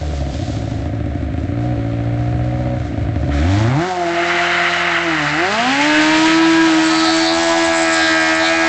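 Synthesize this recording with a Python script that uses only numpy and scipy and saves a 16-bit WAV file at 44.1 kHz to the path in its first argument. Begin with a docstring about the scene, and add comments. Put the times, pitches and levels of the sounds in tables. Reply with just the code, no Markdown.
"""A three-wheeled moped with a high-revving four-cylinder engine lopes far off, revs up, passes close
on a wet road and speeds away. One train of firings drives the exhaust: it booms and barks at low revs,
then fuses into a howl, a snarl and a rasp with a metallic zing. The tyres throw hissing spray,
light wind rumbles, and a small microphone overloads as the moped passes."""
import sys
import numpy as np
from scipy import signal
from scipy.fft import rfft, irfft
from scipy.io import wavfile
from scipy.ndimage import uniform_filter1d

SR = 44100
rng = np.random.default_rng(int(sys.argv[2]) if len(sys.argv) > 2 else 0)


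def dump_mix(stems):
    """Bounce the given channels to the path in sys.argv[1] as a 16-bit WAV at rate SR."""
    frames = np.atleast_2d(stems).T  # one column per channel
    limited = np.clip(frames, -1, 1)  # hard clip at full scale
    pcm = np.round(limited * 32767).astype(np.int16)
    wavfile.write(sys.argv[1], SR, pcm)


N = 382788
TIME = np.arange(N) / SR
THROTTLE_S, THROTTLE_RISE_S = 3.31, 0.021

# The ride: puttering, revving up and easing, pulling away, flat out: (time [s], firing rate [Hz])
PUTTER = [(0, 76), (.24, 68.5), (.45, 56.3), (1.33, 53.2), (1.71, 61.3), (1.76, 56.2), (2.71, 62.3),
          (3.03, 53.3), (3.19, 55.5)]
FIRST_REV = [(3.31, 73), (3.38, 70.5), (3.49, 94.3), (3.65, 113), (3.74, 136), (3.81, 169), (3.87, 187),
             (4.07, 170), (4.33, 173.6), (4.88, 174.5), (4.94, 168.5), (5.04, 171.5), (5.24, 145.5)]
PULL_AWAY = [(5.35, 150), (5.47, 190), (5.726, 271.7), (5.87, 300)]
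FLAT_OUT = [(6.0, 307), (6.38, 326), (6.66, 326.3), (6.74, 318.5), (7.28, 328), (7.44, 334), (7.93, 327.5),
            (8.02, 323.6), (8.33, 321), (8.5, 328)]
# Spells of stumbling: (start [s], end [s])
STUMBLES = [(0.219, 1.53), (2.788, 3.3)]
def revs():
    """The engine runs smoother as it speeds up; turns counts its firings so far."""
    speed = curves([*PUTTER, *FIRST_REV, *PULL_AWAY, *FLAT_OUT])[0]
    stumbling = sum(ramp(start, 0.12) - ramp(end, 0.12) for start, end in STUMBLES)
    misfire = np.clip(0.14 * (1 - speed / 350) + 0.723 * stumbling, 0, 1)
    turns = np.cumsum(speed * (1 + (0.00068 + 0.01219 * misfire) * wander(18.67))) / SR
    return speed, turns, stumbling, misfire


# The cylinders in firing order: (strength [dB], delay along the header [ms])
CYLINDERS = [(1.5, -0.012), (-0.5, 0.099), (-1.5, 0.0033), (1.5, 0.19)]
def firings(turns, misfire, scatter_db=7.0, limp=0.3, late_ms=1.1):
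    """One sharp pulse a firing; a stumbling engine fires strong-weak and out of step."""
    at = np.flatnonzero(np.diff(np.floor(turns)))
    count = np.arange(len(at))
    db, delay_ms = np.array(CYLINDERS)[count % len(CYLINDERS)].T
    luck, lag = rng.standard_normal((len(at), 2)).T * misfire[at]
    size = amp(db + scatter_db * np.tanh(luck)) * (1 + limp * misfire[at] * (-1) ** count)
    due_s = np.interp(np.floor(turns[at + 1]), turns, TIME)
    fired_s = due_s + (delay_ms + late_ms * lag * misfire[at]) / 1000
    # a windowed sinc lands each pulse between samples
    taps = np.round(fired_s * SR).astype(int)[:, None] + np.arange(-6, 7)
    offset = taps - fired_s[:, None] * SR
    clicks = size[:, None] * np.sinc(offset) * np.cos(np.pi * offset / 14) ** 2
    out = np.zeros(N)
    np.add.at(out, np.clip(taps, 0, N - 1), clicks)
    return out


# How the moped faces us: (time [s], side [0 front, 1 flank, 2 and up tail pipe],
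# turbulent share of the gas [0-1], snarl tones between the firing harmonics [dB])
HEADING = [(3.7, 0.6, 0.2, -15), (4.2, 0.064, 0.78, -8), (5.1, 0.052, 0.78, -12), (5.8, 1.28, 0.35, -16),
           (6.5, 0.86, 0.42, -11), (7.0, 1.24, 0.5, -3.5), (7.5, 4, 0.12, -6.5), (8.68, 4.3, 0.06, -2)]
PASS_S, PASS_WIDTH_S = 6.51, 0.63
def high_revs(pulses, turns, speed, behind):
    """Firings fuse to a howl; the gas turns from breathy to a clean buzz as the tail pipe swings round."""
    facing, turbulent, _ = curves(HEADING)
    near = 1 / (1 + ((TIME - PASS_S) / PASS_WIDTH_S) ** 2)
    buzz = steadied(echoes(pulses, wet_db=-5, t60=.12))
    gas = np.sqrt(1 - turbulent) * buzz + np.sqrt(turbulent) * puffs(pulses, decay=0.0072, steady=1.0)
    grit = rasp(gas, facing) + zing(gas, buzz, near)
    return howl(turns, speed, near, behind) + grit + rings(turns) + zing_surges(pulses, buzz)


# Exhaust modes: (pitch [Hz], width [Hz], level [dB], swell at the pass [dB], lift from behind [dB])
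EXHAUST_MODES = [(120, 38, -16.5, 6.5, 5), (308, 112, -18.5, 11, 0), (588.4, 61, -35, 19.5, 16.5),
                 (694.8, 49.5, -26, -10.5, 18), (760, 220, -31.5, -4.5, -18.5)]
# Engine load pushing the howl's overtones: (time [s], gain [dB])
LOAD = [(3.85, 1.5), (4.35, -0.5), (4.88, -6.5), (5.08, 1), (5.28, -10), (5.43, 2), (5.65, 2)]
def howl(turns, speed, near, behind, count=4, throb_depth=0.42):
    """Each firing harmonic sings out as it crosses a mode of the exhaust."""
    load_db = curves(LOAD)[0]
    out = amp(-41.5 + 11 * near) * np.sin(np.pi * turns)  # unequal cylinders add a sub-octave
    for k in range(1, count + 1):
        power = 0
        for hz, width, db, near_db, behind_db in EXHAUST_MODES:
            detune = 2 * (k * speed - hz) / width
            power += (amp(db + near_db * near + behind_db * behind) / (1 + detune ** 2)) ** 2
        throb = 1 + throb_depth * (k / count) ** 2 * np.cos(np.pi * turns / 2)  # once an engine cycle
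        waver_db = (1.6 - 1.1 * near) * np.sqrt(k) * wander(17.6)
        out += np.sqrt(power) * throb * amp(waver_db + load_db * (k > 1)) * np.sin(2 * np.pi * k * turns)
    return out


# The rasp's tone from three sides: (frequency [Hz], gain [dB])
FRONT = [(40, -63.5), (430, -35), (600, -6.5), (1000, -5.5), (1400, 3), (1650, 0.5), (2050, 5), (2400, -5),
         (3000, -3.5), (3800, -29.5), (6000, -62.5)]
FLANK = [(30, -36.5), (170, -6.5), (420, -11), (700, -7.5), (1100, -9.5), (1300, -4), (1650, -1.5),
         (2100, -4), (2900, -6.5), (3800, -15), (6000, -38.5)]
REAR = [(400, -28), (800, -15), (1120, -5.5), (1320, 6), (1650, 8), (2200, 6.5), (2800, -6), (3800, -10.5),
        (6000, -29)]
# The rasp's fader: (time [s], level [dB])
RASP_LEVEL = [(3.7, -50), (3.82, -22.5), (3.93, -31), (4.32, -17), (4.94, -15.5), (5.02, -21),
              (5.25, -18.5), (6.06, -14), (7.43, -26.5), (7.96, -18)]
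def rasp(gas, facing):
    """Exhaust gas rasps, its tone crossfading from front to flank to rear as the moped turns."""
    side = np.clip(facing, 0, 2)
    blend = sum(np.maximum(1 - abs(side - k), 0) * colour(gas, tone)
                for k, tone in enumerate([FRONT, FLANK, REAR]))
    return steadied(blend) * amp(curves(RASP_LEVEL)[0] + 1.1 * wander(18))


# The zing's tone: (frequency [Hz], gain [dB])
ZING_TONE = [(2400, -31), (3400, 6.5), (4000, 7), (4500, 4.5), (5100, 3), (6200, -36.5)]
def zing(gas, buzz, near):
    """A metallic edge rides on the rasp's level and gains on it at the pass."""
    metal = colour(gas + 0.23 * buzz, ZING_TONE)
    ring = resonate(metal, hz=np.full(N, 3960), width=800)
    level_db = curves(RASP_LEVEL)[0] - 18 + 8.5 * near + 1.6 * wander(17)
    return steadied(steadied(metal) + 0.5 * steadied(ring)) * amp(level_db)


# Brief rings of the exhaust: (time [s], length [s], level [dB], firing harmonic [number])
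RINGS = [(6.6, 0.067, -23, 5), (7.02, 0.15, -25, 4), (8.118, 0.18, -27.5, 5)]
def rings(turns):
    """One firing harmonic at a time catches a resonance of the exhaust and rings out roughly."""
    return sum(amp(db + 4.4 * wander(60)) * swell(s, length) * np.sqrt(2) * np.cos(2 * np.pi * k * turns)
               for s, length, db, k in RINGS)


# Surges of the zing on the way out: (time [s], length [s], level [dB], centre [Hz], width [Hz])
ZING_SURGES = [(6.96, .12, -27, 4250, 900), (7.08, 0.094, -21, 4170, 1100), (7.102, 0.33, -28.5, 4476, 70),
               (7.29, 0.1, -20, 4150, 1100), (8.062, 0.13, -23, 3800, 1110),
               (8.097, 0.54, -29.5, 5020, 400), (8.458, 0.074, -21.5, 3800, 1100)]
def zing_surges(pulses, buzz):
    """The engine's high metallic buzz surges in bursts, with a thin whine."""
    chopped = buzz + .45 * puffs(pulses, decay=.0007, steady=.1)
    return sum(amp(db) * swell(s, length) * steadied(band(chopped, hz, width))
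               for s, length, db, hz, width in ZING_SURGES)


# The snarl's tone, a low hum and a strong peak near 700 Hz: (frequency [Hz], gain [dB])
SNARL_TONE = [(42, -58), (82, -4.5), (170, 3), (260, -1), (410, -37), (520, 0), (600, 0.5), (700, 14.5),
              (790, 9), (880, 8.5), (980, 3.5), (1300, -2), (2600, -14)]
# The snarl's fader: (time [s], level [dB])
SNARL_LEVEL = [(3.3, -33.5), (3.8, -24.5), (4.45, -25), (4.9, -29), (5.6, -22), (6.2, -21), (6.6, -23.5),
               (7.2, -22.5), (7.5, -19), (8.15, -23.5), (8.68, -21.5)]
def snarl(turns, speed, count=44, shade_above_hz=860):
    """Unequal cylinders add tones at quarters of the firing rate, which swell and fade as they sweep."""
    facing, _, between_db = curves(HEADING)
    shade_db = -4 * np.clip(1 - facing, 0, 1)  # duller from the front
    jitter_s = 35e-6 * wander(120)
    out = np.zeros(N)
    for k in range(1, count):
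        if k in (2, 4, 8):  # left to the howl
            continue
        order, between = k / len(CYLINDERS), k % len(CYLINDERS) > 0
        hz = speed * order
        db = np.interp(hz, *np.transpose(SNARL_TONE)) + between_db * between
        db += shade_db * np.clip((hz - shade_above_hz) / 100 + .5, 0, 1)
        db += 3.8 * wander(20.3)
        out += amp(db) * np.sin(2 * np.pi * (turns * order + jitter_s * hz + rng.random() * between))
    return steadied(out) * amp(curves(SNARL_LEVEL)[0])


# The tail pipe's tone: (frequency [Hz], gain [dB])
TAIL_TONE = [(1130, -5.5), (1310, 2), (1660, 4), (1900, 2), (2200, 3.5), (3200, -15.5)]
# Its faders: (time [s], level [dB], quarter-order tones [dB])
TAIL_LEVEL = [(5.4, -44, -14), (6.3, -27, -12), (7.3, -27, -14), (7.8, -22.5, -14), (8.0, -20.5, -5),
              (8.68, -20.5, -6)]
def tail_buzz(turns, speed, count=41, half_order_db=-2.5):
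    """The tail pipe's clean overtones: firing harmonics lock into pulses, with looser tones between."""
    level_db, quarter_db = curves(TAIL_LEVEL)
    out = np.zeros(N)
    for k in range(14, count):
        order, step = k / len(CYLINDERS), k % len(CYLINDERS)
        db = np.interp(speed * order, *np.transpose(TAIL_TONE))
        db += [0, quarter_db, half_order_db, quarter_db][step] + 2.8 * wander(9.5)
        out += amp(db) * np.cos(2 * np.pi * (turns * order + rng.random() * (step > 0)))
    return steadied(out) * amp(level_db)


# The booming pipe, its ringing chamber and the barking silencer: (frequency [Hz], gain [dB])
PIPE = [(20, -32.5), (45, -13), (61, -9), (72, 10), (92, 6.5), (122, 3.5), (146, -1.5), (190, -20.5),
        (900, -77)]
CHAMBER = [(110, -30), (175, -13), (236, -2), (288, 3), (362, -10), (440, -34), (3000, -100)]
SILENCER = [(480, -17.5), (560, 1), (610, 1.5), (660, -4), (720, 0.5), (790, -14), (950, -20), (1500, -48),
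            (6000, -75)]
# Their faders: (time [s], boom [dB], chamber ring [dB], bark [dB])
LOW_REV_LEVELS = [(0.18, -21, -37, -34.5), (0.27, -22, -29.5, -31.5), (1.5, -21, -24.5, -34),
                  (1.69, -18, -23.5, -27.5), (1.8, -21, -25, -31), (2.35, -17, -27, -30),
                  (2.76, -21, -24.5, -25), (2.81, -19.5, -33, -33.5), (2.92, -26, -22, -33.5),
                  (3.02, -17.5, -26.5, -32.5), (3.28, -18, -24.5, -29.5), (3.45, -14, -19.5, -30.5)]
def low_revs(pulses, turns, speed, stumbling, misfire, throttle):
    """Firings boom in the pipe, ring in its chamber and bark in the silencer; stumbling adds a burble."""
    boom_db, chamber_db, bark_db = curves(LOW_REV_LEVELS)
    echoed = steadied(echoes(pulses, wet_db=-12, t60=.2))
    burble = misfire ** 2 * puffs(pulses, decay=.008, steady=.5)
    gas = .75 * burble - echoed
    boom = steadied(colour(gas, PIPE), span=0.028) * amp(boom_db)
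    boom *= 1 - ramp(3.81, 0.067)  # the firings outrun the pipe's resonance
    chamber = steadied(colour(gas, CHAMBER), span=0.063) * amp(chamber_db)
    lope = 1 + 0.15 * (1 - throttle) * np.cos(2 * np.pi * turns / len(CYLINDERS))
    breathy_gas = echoes(echoed, wet_db=-2, t60=.08) + 3.2 * burble + 0.52 * puffs(pulses)
    bark = steadied(colour(lope * breathy_gas, SILENCER), span=0.04) * amp(bark_db)
    return boom + chamber + bark + pops() + clatter(pulses, echoed, speed, stumbling, throttle)


# Pops of the stumbling engine: (time [s], bark peak [dB], thump peak [dB])
POPS = [(0.031, -19, -38), (0.135, -19, -27), (0.207, -23, -13.5), (0.222, -19.5, -43), (0.415, -39, -14),
        (0.495, -24, -15), (0.858, -19, -24), (2.975, -22, -23), (3.293, -16.5, -21)]
def pops():
    """Sudden hard firings, each a short push of gas into the silencer and the pipe."""
    click = signal.unit_impulse(N)
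    bark, thump = colour(click, SILENCER), colour(click, PIPE) + colour(click, CHAMBER)
    bark, thump = bark / abs(bark).max(), thump / abs(thump).max()
    return sum(np.pad(amp(bark_db) * bark - amp(thump_db) * thump, (int(s * SR), 0))[:N]
               for s, bark_db, thump_db in POPS)


# The crack's tone: (frequency [Hz], gain [dB])
BITE_TONE = [(400, -34.5), (750, -12), (1350, 4.5), (2100, 2.5), (5000, -33.5)]
# Its fader: (time [s], level [dB])
BITE_LEVEL = [(3.25, -75), (3.35, -38), (3.75, -27.5), (3.83, -23), (3.9, -38), (4.9, -26.5), (5.28, -32),
              (5.55, -23.5), (6.8, -33)]
def bite(pulses):
    """Under load each firing cracks sharply, straight from the engine."""
    return -steadied(colour(pulses, BITE_TONE)) * amp(curves(BITE_LEVEL)[0])


# The clatter's tone: (frequency [Hz], gain [dB])
CLATTER_TONE = [(500, -21), (900, -8), (1250, 4.5), (2200, 2.5), (2700, -5), (4200, -10.5), (5500, -33)]
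# Its level: (base [dB], approach [dB/s], stumbling [dB], open throttle [dB], revs [dB/octave])
CLATTER_LEVEL = (-41, 1.02, -1, 8.5, 0)
def clatter(pulses, echoed, speed, stumbling, throttle, idle_hz=60.3):
    """The engine clatters at low revs: pulsing noise with a little clean firing buzz."""
    level_db = np.array(CLATTER_LEVEL) @ [np.ones(N), TIME, stumbling, throttle, np.log2(speed / idle_hz)]
    rattle = puffs(pulses, decay=0.0057, steady=3.4) + 0.3 * echoed
    return steadied(colour(rattle, CLATTER_TONE)) * amp(level_db)


# The sizzle's fader: (time [s], level [dB])
SIZZLE_LEVEL = [(6.2, -77.5), (6.9, -36.5), (7.45, -41), (7.89, -34), (8.68, -51)]
def sizzle(pulses, flicker_db=4.5):
    """The very top of the exhaust: a spit of gas at each firing, coming in spurts."""
    spit = band(puffs(pulses, decay=.0005, steady=.05), hz=7500, width=1150)
    return steadied(spit) * amp(curves(SIZZLE_LEVEL)[0] + flicker_db * wander(16))


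# The wet road's hiss: (frequency [Hz], gain [dB])
SPRAY_TONE = [(1500, -11), (3500, 0), (6200, -5.5), (7500, -7.5), (8500, -22)]
# Its fader: (time [s], level [dB])
SPRAY_LEVEL = [(0, -41), (.53, -38), (1.06, -54.5), (3.31, -49.5), (3.34, -39.5), (4.27, -31.5),
               (5.1, -33.5), (5.85, -25.5), (7.3, -25.5), (8.68, -24.5)]
def spray(pulses, behind, drops_per_s=900):
    """Water hisses off the tyres in spurts, with single drops and, from behind, the exhaust's top buzz."""
    drops = (rng.random(N) < drops_per_s / SR) * amp(5 * np.minimum(rng.exponential(1, N), 4))
    hiss = 1.42 * rng.standard_normal(N) + 0.71 * evened(drops)
    hiss += .5 * puffs(pulses, decay=0.00055, steady=0.17)
    hiss += behind * steadied(echoes(pulses, wet_db=0.5, t60=0.17))
    return steadied(colour(hiss, SPRAY_TONE)) * amp(curves(SPRAY_LEVEL)[0] + 1.6 * wander(6.6))


# The wind's rumble: (frequency [Hz], gain [dB])
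WIND_TONE = [(15, -11.5), (40, -15), (85, -2), (450, -16), (2000, -54.5)]
# Its fader: (time [s], level [dB])
WIND_LEVEL = [(3.3, -33), (3.6, -58), (4.0, -72), (6.5, -42), (7.2, -60)]
def wind(gust_db=3):
    """Light gusts rumble on the microphone."""
    rumble = evened(colour(rng.standard_normal(N), WIND_TONE))
    return rumble * amp(curves(WIND_LEVEL)[0] + gust_db * wander(7.3))


def puffs(pulses, decay=0.0011, steady=.3):
    """Turbulent gas: a burst of noise after each firing, over a steady flow."""
    burst = signal.lfilter([1], [1, -np.exp(-1 / (decay * SR))], pulses)
    return steadied((steadied(burst) + steady) * rng.standard_normal(N))


def echoes(x, wet_db, t60):
    """Adds scattered echoes from snow banks, cars and walls."""
    t = TIME[:SR // 2]
    taps = rng.standard_normal(len(t)) * (rng.random(len(t)) < .04) * amp(-60 * t / t60) * (t > .004)
    return x + amp(wet_db) * signal.oaconvolve(x, taps / np.linalg.norm(taps))[:N]


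def colour(x, points):
    """Minimum-phase EQ through the given points."""
    hz, db = np.transpose(points)
    log_gain = np.interp(np.log(np.fft.rfftfreq(8192, 1 / SR) + 1), np.log(hz), db) * np.log(10) / 20
    cepstrum = irfft(log_gain)
    half = len(cepstrum) // 2
    cepstrum[1:half] *= 2
    cepstrum[half + 1:] = 0
    return signal.oaconvolve(x, irfft(np.exp(rfft(cepstrum)))[:half])[:N]


def resonate(x, hz, width):
    """A resonance that follows the curve hz."""
    turn, r = np.exp(2j * np.pi * np.cumsum(hz) / SR), np.exp(-np.pi * width / SR)
    return (turn * signal.lfilter([(1 - r) ** 2], [1, -2 * r, r * r], x / turn)).real


def band(x, hz, width):
    """A steep-sided band around hz."""
    edges = [hz - width / 2, hz + width / 2]
    return signal.sosfilt(signal.butter(3, edges, "bandpass", fs=SR, output="sos"), x)


def wander(hz, size=32):
    """Random drift of unit power, up to the given rate."""
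    t = TIME[::size]
    roll_off = 1 + (np.fft.rfftfreq(len(t), size / SR) / hz) ** 4
    slow = irfft(rfft(rng.standard_normal(len(t))) / roll_off, len(t))
    return evened(np.interp(TIME, t, slow))


def curves(rows):
    """Each column of a table as a curve in time."""
    s, *columns = np.transpose(rows)
    return [np.interp(TIME, s, column) for column in columns]


def ramp(s, length):
    """Rises from 0 to 1 around the time s."""
    return np.clip((TIME - s) / length + .5, 0, 1)


def swell(s, length):
    """A smooth swell that peaks at the time s."""
    return np.exp(-2 * ((TIME - s) / length) ** 2)


def amp(db):
    """Decibels to gain."""
    return 10 ** (np.asarray(db) / 20)


def evened(x):
    """Scales to unit power."""
    return x / np.sqrt(np.mean(x ** 2) + 1e-20)


def steadied(x, span=0.18):
    """Holds the running power at one."""
    size = max(int(span * SR), 8)
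    return x / np.sqrt(abs(uniform_filter1d(uniform_filter1d(x ** 2, size), size)) + 1e-12)


def scene():
    """The engine passes from single booms to a snarl and a howl as the throttle opens."""
    speed, turns, stumbling, misfire = revs()
    pulses = firings(turns, misfire)
    throttle = ramp(THROTTLE_S, THROTTLE_RISE_S)
    behind = np.clip(curves(HEADING)[0] - 1, 0, 1)
    crossfade = np.pi / 2 * ramp(3.78, 0.25)
    engine = np.cos(crossfade) * low_revs(pulses, turns, speed, stumbling, misfire, throttle)
    engine += np.sin(crossfade) * high_revs(pulses, turns, speed, behind)
    engine += throttle * snarl(turns, speed)
    throb = 1 + 0.4 * behind * np.cos(np.pi * turns / 2)  # the treble throbs once an engine cycle
    engine += bite(pulses) + tail_buzz(turns, speed) + throb * sizzle(pulses)
    return (engine + spray(pulses, behind * throb) + wind())[None]


def record(dry, ceiling=.49, knee=5, cutoff_hz=8550):
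    """The microphone flattens the loudest peaks; a steep low-pass takes off the top."""
    squashed = dry / (1 + abs(dry / ceiling) ** knee) ** (1 / knee)
    low_pass = signal.firwin(201, cutoff_hz, window=("kaiser", 8), fs=SR)
    return signal.oaconvolve(squashed, low_pass[None], "same")


dry = scene()
out = record(dry)
dump_mix(out)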